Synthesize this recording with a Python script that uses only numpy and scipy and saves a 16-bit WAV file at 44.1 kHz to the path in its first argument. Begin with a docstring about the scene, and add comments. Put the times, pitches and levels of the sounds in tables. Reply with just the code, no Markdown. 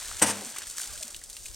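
"""Water spatters into a stone basin, a little left of the microphone, and thins to single drops.
Light wind buffets the microphone over a quiet garden. Straight ahead, the bamboo rocker that has just
poured falls back on its stone: the tube rings with a hollow knock and a short rattle, and its butt
clinks and grinds. The spout refills the tube, where pockets of air ring as a few gurgles."""
import sys
import numpy as np
from scipy import signal
from scipy.fft import rfft, irfft
from scipy.io import wavfile
from scipy.ndimage import uniform_filter1d

SR = 44100
rng = np.random.default_rng(int(sys.argv[2]) if len(sys.argv) > 2 else 0)


def wav_out(sig):
    """Save sig, one row per channel (or a flat mono array), as 16-bit PCM at SR to the path in sys.argv[1]."""
    wavfile.write(sys.argv[1], SR, np.round(np.clip(np.atleast_2d(sig).T, -1, 1) * 32767).astype(np.int16))


N = 68355
TIME = np.arange(N) / SR
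SIDE = np.array([[1], [-1]])  # added on the left, subtracted on the right


def amp(db):
    """Decibels to gain."""
    return 10 ** (np.asarray(db) / 20)


def shape(x, curve):
    """Filter by a curve of (frequency [Hz], gain [dB]) points."""
    hz, db = np.array(curve, float).T
    bins = np.maximum(np.fft.rfftfreq(2 * N, 1 / SR), 1)
    gain = amp(np.interp(np.log(bins), np.log(hz), db))
    return irfft(rfft(x, 2 * N) * gain)[:N]


def colour(x, curve):
    """Filter and bring to unit level."""
    y = shape(x, curve)
    return y / np.std(y)


def noise(curve):
    """Unit noise of a given colour."""
    return colour(rng.standard_normal(N), curve)


def envelope(start, rise, t60, hold=0):
    """Straight rise, hold, exponential fall; all in seconds."""
    age = TIME - start
    return np.clip(age / rise, 0, 1) * np.exp(-np.log(1000) * np.maximum(age - rise - hold, 0) / t60)


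def ring(start, rise, modes):
    """Damped modes set off at one moment."""
    age = TIME - start
    return sum(amp(db) * envelope(start, rise, t60) * np.sin(2 * np.pi * hz * age)
               for hz, db, t60 in modes)


def patter(curve, per_s=2600, tail_t60=0.025):
    """Droplets land at random as clicks of very unequal size, each with a tiny wet tail."""
    falls = rng.random(N) < per_s / SR
    size = amp(4 * np.minimum(rng.exponential(size=N), 4))
    clicks = falls * size * rng.choice([-1, 1], N)
    decay = np.exp(-2 * np.log(1000) / (tail_t60 * SR))
    tail_power = signal.lfilter([1 - decay], [1, -decay], clicks ** 2)
    tail = np.sqrt(tail_power) * rng.standard_normal(N)
    return colour(clicks + amp(-0.5) * tail, curve)


def bubbles(per_s=340, low_hz=1346, high_hz=5540, cycles=45, glide=0.1):
    """Small bubbles ring briefly, rising in pitch as they near the surface."""
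    age = np.arange(4096) / SR
    out = np.zeros(N + len(age))
    for when, pitch_draw, size_draw in rng.random((int(per_s * N / SR), 3)):
        hz = low_hz * (high_hz / low_hz) ** pitch_draw
        life = age * hz / cycles  # 1 when the ring has fallen 60 dB
        size = amp(3 * min(-np.log(size_draw), 3))
        tone = np.sin(2 * np.pi * hz * age * (1 + glide * life / 2))
        first = int(when * N)
        out[first:first + len(age)] += size * np.exp(-np.log(1000) * life) * tone
    return out[:N] / np.std(out)


# Water falling into the basin (time [s], spray level [dB], relative splash level [dB])
BASIN_FLOW = [(0, -39.5, -43.5), (0.11, -41.5, -44), (0.145, -42.5, -47), (0.19, -36.5, -45.5),
              (0.21, -43, -44.5), (0.35, -41, -46.5), (0.49, -40, -47.5), (0.53, -44.5, -49.5),
              (0.6, -43, -44.5), (0.65, -48, -48.5), (0.68, -39.5, -53.5), (0.755, -45, -52),
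              (0.785, -36.5, -47.5), (0.835, -38, -47.5), (0.92, -43, -49.5), (1.0, -43.5, -52.5),
              (1.11, -44, -52.5), (1.135, -47.5, -60), (1.165, -48, -58), (1.2, -51, -62),
              (1.275, -50.5, -63.5), (1.34, -47, -58.5), (1.41, -48.5, -61.5), (1.44, -44.5, -61),
              (1.55, -50, -59.5)]
# Colours of the fine spray and the low splash (frequency [Hz], relative level [dB])
SPRAY_COLOUR = [(1500, -28.5), (3500, -9), (5000, -5.5), (6000, -2.5), (7500, -0.5), (9100, 0.5),
                (10200, -12), (10800, -12), (11600, -10), (12800, -14), (16000, -19)]
SPLASH_COLOUR = [(100, -19), (300, -5.5), (600, -1.5), (900, 1), (1600, 2), (2600, 1), (3800, 1),
                 (5500, -2), (10000, -39)]


def stream():
    """Spray, splash and bubbles in the basin follow the dwindling flow."""
    when, spray_db, splash_db = np.array(BASIN_FLOW).T
    spray = amp(np.interp(TIME, when, spray_db)) * patter(SPRAY_COLOUR)
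    splash = amp(-2) * patter(SPLASH_COLOUR) + amp(-7.5) * bubbles()
    return spray + amp(np.interp(TIME, when, splash_db)) * splash


# Gusts right on the microphone (time [s], level [dB])
GUSTS = [(0, -62), (0.1, -51.5), (0.175, -50.5), (0.24, -72), (0.58, -67.5), (0.676, -58), (0.85, -69.5),
         (0.914, -46), (0.945, -55), (0.975, -50.5), (1.03, -70), (1.12, -64), (1.16, -50), (1.22, -59),
         (1.275, -55.5), (1.37, -65), (1.41, -55.5), (1.55, -49)]
# Colours of the wind and of the garden beyond (frequency [Hz], relative level [dB])
WIND_COLOUR = [(15, -7), (35, 1), (70, -4), (110, -16.5), (250, -28.5), (800, -36.5)]
GARDEN_COLOUR = [(30, -12), (150, -5), (500, -4), (1500, -15.5), (5000, -6), (16000, -22)]


def air():
    """Gusts rumble on the microphone, unlike on each side, over the steady hush of the garden."""
    gust = amp(np.interp(TIME, *np.array(GUSTS).T))
    wind = noise(WIND_COLOUR) + amp(-1.5) * noise(WIND_COLOUR) * SIDE
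    return gust * wind + amp(-57.5) * noise(GARDEN_COLOUR)


# Big drops in the basin (time [s], tick level [dB], slap level [dB], slap pitch [Hz])
BIG_DROPS = [(0.0112, -31, -49, 2970), (0.0827, -31, -40, 3590), (0.1142, -34, -34.5, 1490),
             (0.168, -32, -46, 1580), (0.1960, -30, -36, 3500), (0.5618, -34, -37.5, 1300),
             (0.5636, -38, -37, 2600), (0.5682, -36, -36.5, 2250), (0.5847, -24.5, -47, 3000),
             (0.6198, -28.5, -40.5, 1700), (0.633, -36, -40.5, 3200), (0.6700, -33.5, -44.5, 1710),
             (0.7103, -32, -48, 3000), (0.7824, -26.5, -36.5, 1600), (0.7994, -35, -37.5, 1600),
             (0.8133, -29, -42, 3000), (0.8165, -29, -48, 3000), (0.8326, -30, -38.5, 3200),
             (0.8740, -31, -49, 3000), (0.9342, -28.5, -55, 3020), (0.9767, -30.5, -41, 3220),
             (1.0275, -25.5, -41.5, 2500), (1.03, -34, -34.5, 3380), (1.1454, -32.5, -35.5, 2970),
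             (1.1632, -31.5, -49, 3900), (1.2149, -42, -44.5, 1940), (1.2384, -31.5, -58, 4000),
             (1.299, -29.5, -53, 4600), (1.33, -33.5, -45, 5000), (1.3673, -30.5, -40, 2790),
             (1.457, -32, -39, 2460), (1.4618, -31.5, -44, 2370), (1.4833, -38, -48, 2760),
             (1.5440, -37, -41, 5640)]


def drops(slap_q=1 / 0.63):
    """A big drop ticks, slaps the surface, rings a bubble and scatters droplets."""
    out, bright, droplets = 0, noise(SPRAY_COLOUR), patter(SPRAY_COLOUR)
    for start, tick_db, slap_db, hz in BIG_DROPS:
        b, a = signal.iirpeak(hz, slap_q, fs=SR)
        band = signal.lfilter(b, a, signal.lfilter(b, a, rng.standard_normal(N)))
        slap = band / np.std(band) * envelope(start, rise=0.00038, t60=0.02)
        plink = ring(start, rise=0.002, modes=[(hz, -9, 0.041)])
        tick = bright * envelope(start, rise=0.00025, t60=0.0084)
        scatter = amp(-14) * droplets * envelope(start, rise=0.003, t60=0.078)
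        out += amp(tick_db) * (tick + scatter) + amp(slap_db) * (slap + plink)
    return out


# Blows of the tube on the stone, straight ahead (time [s], level [dB])
BLOWS = [(0.2156, -1.5), (0.2434, -14), (0.2830, -12.5)]
# Ring of the tube and its air column (frequency [Hz], relative level [dB], t60 [s])
TUBE_MODES = [(101.3, -39.5, 0.55), (203, -30, 0.8), (236.5, -35.5, 0.38), (304, -24.5, 0.26),
              (445.3, -37, 0.51), (500, -34, 0.4), (560, -30, 0.37), (763, -42, 0.35), (905, -24.5, 0.22),
              (1006, -25.5, 0.12), (1617, -33, 0.24), (1940, -28, 0.18), (2220, -51, 0.15),
              (2930, -31, 0.24)]
# Dense clatter of the split wood and its frame (frequency [Hz], relative level [dB])
WOOD_COLOUR = [(60, -35), (130, -7), (280, 0), (380, -5.5), (620, 1), (900, -1), (1300, -5.5), (2400, -6),
               (4200, -16.5), (9000, -15.5), (15000, -30)]


def bamboo():
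    """Each blow rings the tube and shakes the frame; the garden returns a short tail."""
    out = 0
    settling = envelope(0, rise=0.001, t60=0.2, hold=0.413)  # coming to rest damps the tube
    for start, db in BLOWS:
        tube = ring(start, rise=0.0023, modes=TUBE_MODES)
        clatter = amp(-19.5) * envelope(start, rise=0.0046, t60=0.14) * noise(WOOD_COLOUR)
        echo = amp(-32) * envelope(start, rise=0.015, t60=0.72) * noise(WOOD_COLOUR)
        out += amp(db) * (settling * (tube + clatter) + echo)
    return out


# The butt grinding on the stone as it settles (time [s], level [dB], rise [s], hold [s], t60 [s])
GRINDS = [(0.2184, -24.5, 0.00038, 0.0016, 0.018), (0.223, -20, 0.00077, 0.0067, 0.089),
          (0.258, -28.5, .012, 0.041, 0.095)]
# Colour of the grit under it (frequency [Hz], relative level [dB])
GRIT_COLOUR = [(500, -12.5), (1500, -1.5), (2700, -4), (4700, -5.5), (5900, -0.5), (7600, -2), (8400, 3.5),
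               (9400, 1), (10400, -12.5), (11600, -12), (12600, -14.5), (16000, -27)]
# Clink of the hard contact (frequency [Hz], level [dB], t60 [s])
CLINK_MODES = [(8212, -11.5, 0.069), (8920, -24.5, 0.11), (8960, -32, 0.066), (11600, -28, .06),
               (7170, -25, 0.076), (5930, -21, 0.073), (5545, -28, 0.092)]


def stone(contact_s=0.2218, rise_s=0.0013, squeak_hz=9430):
    """The butt cracks and clinks on the stone, grinding and squeaking thinly as it slides."""
    pressure = sum(amp(db) * envelope(start, rise, t60, hold) for start, db, rise, hold, t60 in GRINDS)
    crack = amp(-35) * envelope(contact_s, rise_s, t60=0.044) * rng.standard_normal(N)
    slide = envelope(0.255, rise=0.0033, t60=0.054, hold=0.023)
    squeak = amp(-32) * slide * np.sin(2 * np.pi * squeak_hz * TIME)
    return pressure * noise(GRIT_COLOUR) + crack + squeak + ring(contact_s, rise_s, CLINK_MODES)


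# Gurgles inside the refilling tube (time [s], starting pitch [Hz], level [dB])
GURGLES = [(0.407, 797, -44.5), (0.414, 551, -43), (0.410, 425, -45), (0.430, 309.5, -49),
           (0.461, 246.6, -44.5), (0.865, 862, -53), (0.899, 1230, -50), (0.934, 635, -51),
           (1.003, 655, -46), (1.043, 243, -49.5), (1.082, 615, -53.5), (1.097, 1470, -58)]


def gurgles(sag_per_s=2.67):
    """Air pockets in the tube ring briefly with sagging pitch."""
    out = 0
    for start, hz, db in GURGLES:
        pitch = hz * np.exp(-sag_per_s * np.maximum(TIME - start, 0))
        tone = np.sin(2 * np.pi * np.cumsum(pitch) / SR)
        out += amp(db) * envelope(start, rise=0.0072, t60=0.13) * tone
    return out


# Scattered sound reaching the microphone from the sides (frequency [Hz], gain [dB])
SIDE_COLOUR = [(100, -22), (2000, -34), (4000, -29), (6500, -11), (9000, 0.5), (12000, -13.5), (16000, -18)]


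def spread(x, side_db=0):
    """Reflections widen a sound, mostly in the treble: noise follows the loudness of each octave."""
    scattered = 0
    for hz in 125 * 2. ** np.arange(8):
        octave = signal.butter(3, [hz / 2, hz], "bandpass", fs=SR, output="sos")
        power = uniform_filter1d(signal.sosfiltfilt(octave, x) ** 2, size=128)
        band = signal.sosfilt(octave, rng.standard_normal(N))
        scattered += np.sqrt(np.abs(power)) * band / np.std(band)
    return x + amp(side_db) * shape(scattered, SIDE_COLOUR) * SIDE


def scene(right_lag_s=0.000011):
    """From the microphone: water a little to the left, the knock ahead, air all around."""
    left, right = spread(stream() + drops() + gurgles())
    delay = np.exp(-2j * np.pi * np.fft.rfftfreq(2 * N, 1 / SR) * right_lag_s)
    water = np.array([left, irfft(rfft(right, 2 * N) * delay)[:N]])
    knock = spread(bamboo() + stone(), side_db=-6.5)
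    return water + knock + air()


# Balance of the two microphone ports (frequency [Hz], left minus right [dB])
PORT_BALANCE = [(100, 3), (1200, 2.5), (2400, 0.34), (6000, 0.5), (7100, -4), (7700, 1), (8500, 4),
                (9100, -0.5), (10300, 1), (11100, 7), (12000, -1), (13500, -1.5)]


def record(dry, top_hz=16000):
    """Each microphone port adds its own colour; the top is cut steeply."""
    ports = [shape(channel, [(hz, sign * db / 2) for hz, db in PORT_BALANCE])
             for channel, sign in zip(dry, (1, -1))]
    lowpass = signal.ellip(10, 0.2, 80, top_hz, fs=SR, output="sos")
    return signal.sosfilt(lowpass, np.array(ports))


dry = scene()
out = record(dry)
wav_out(out)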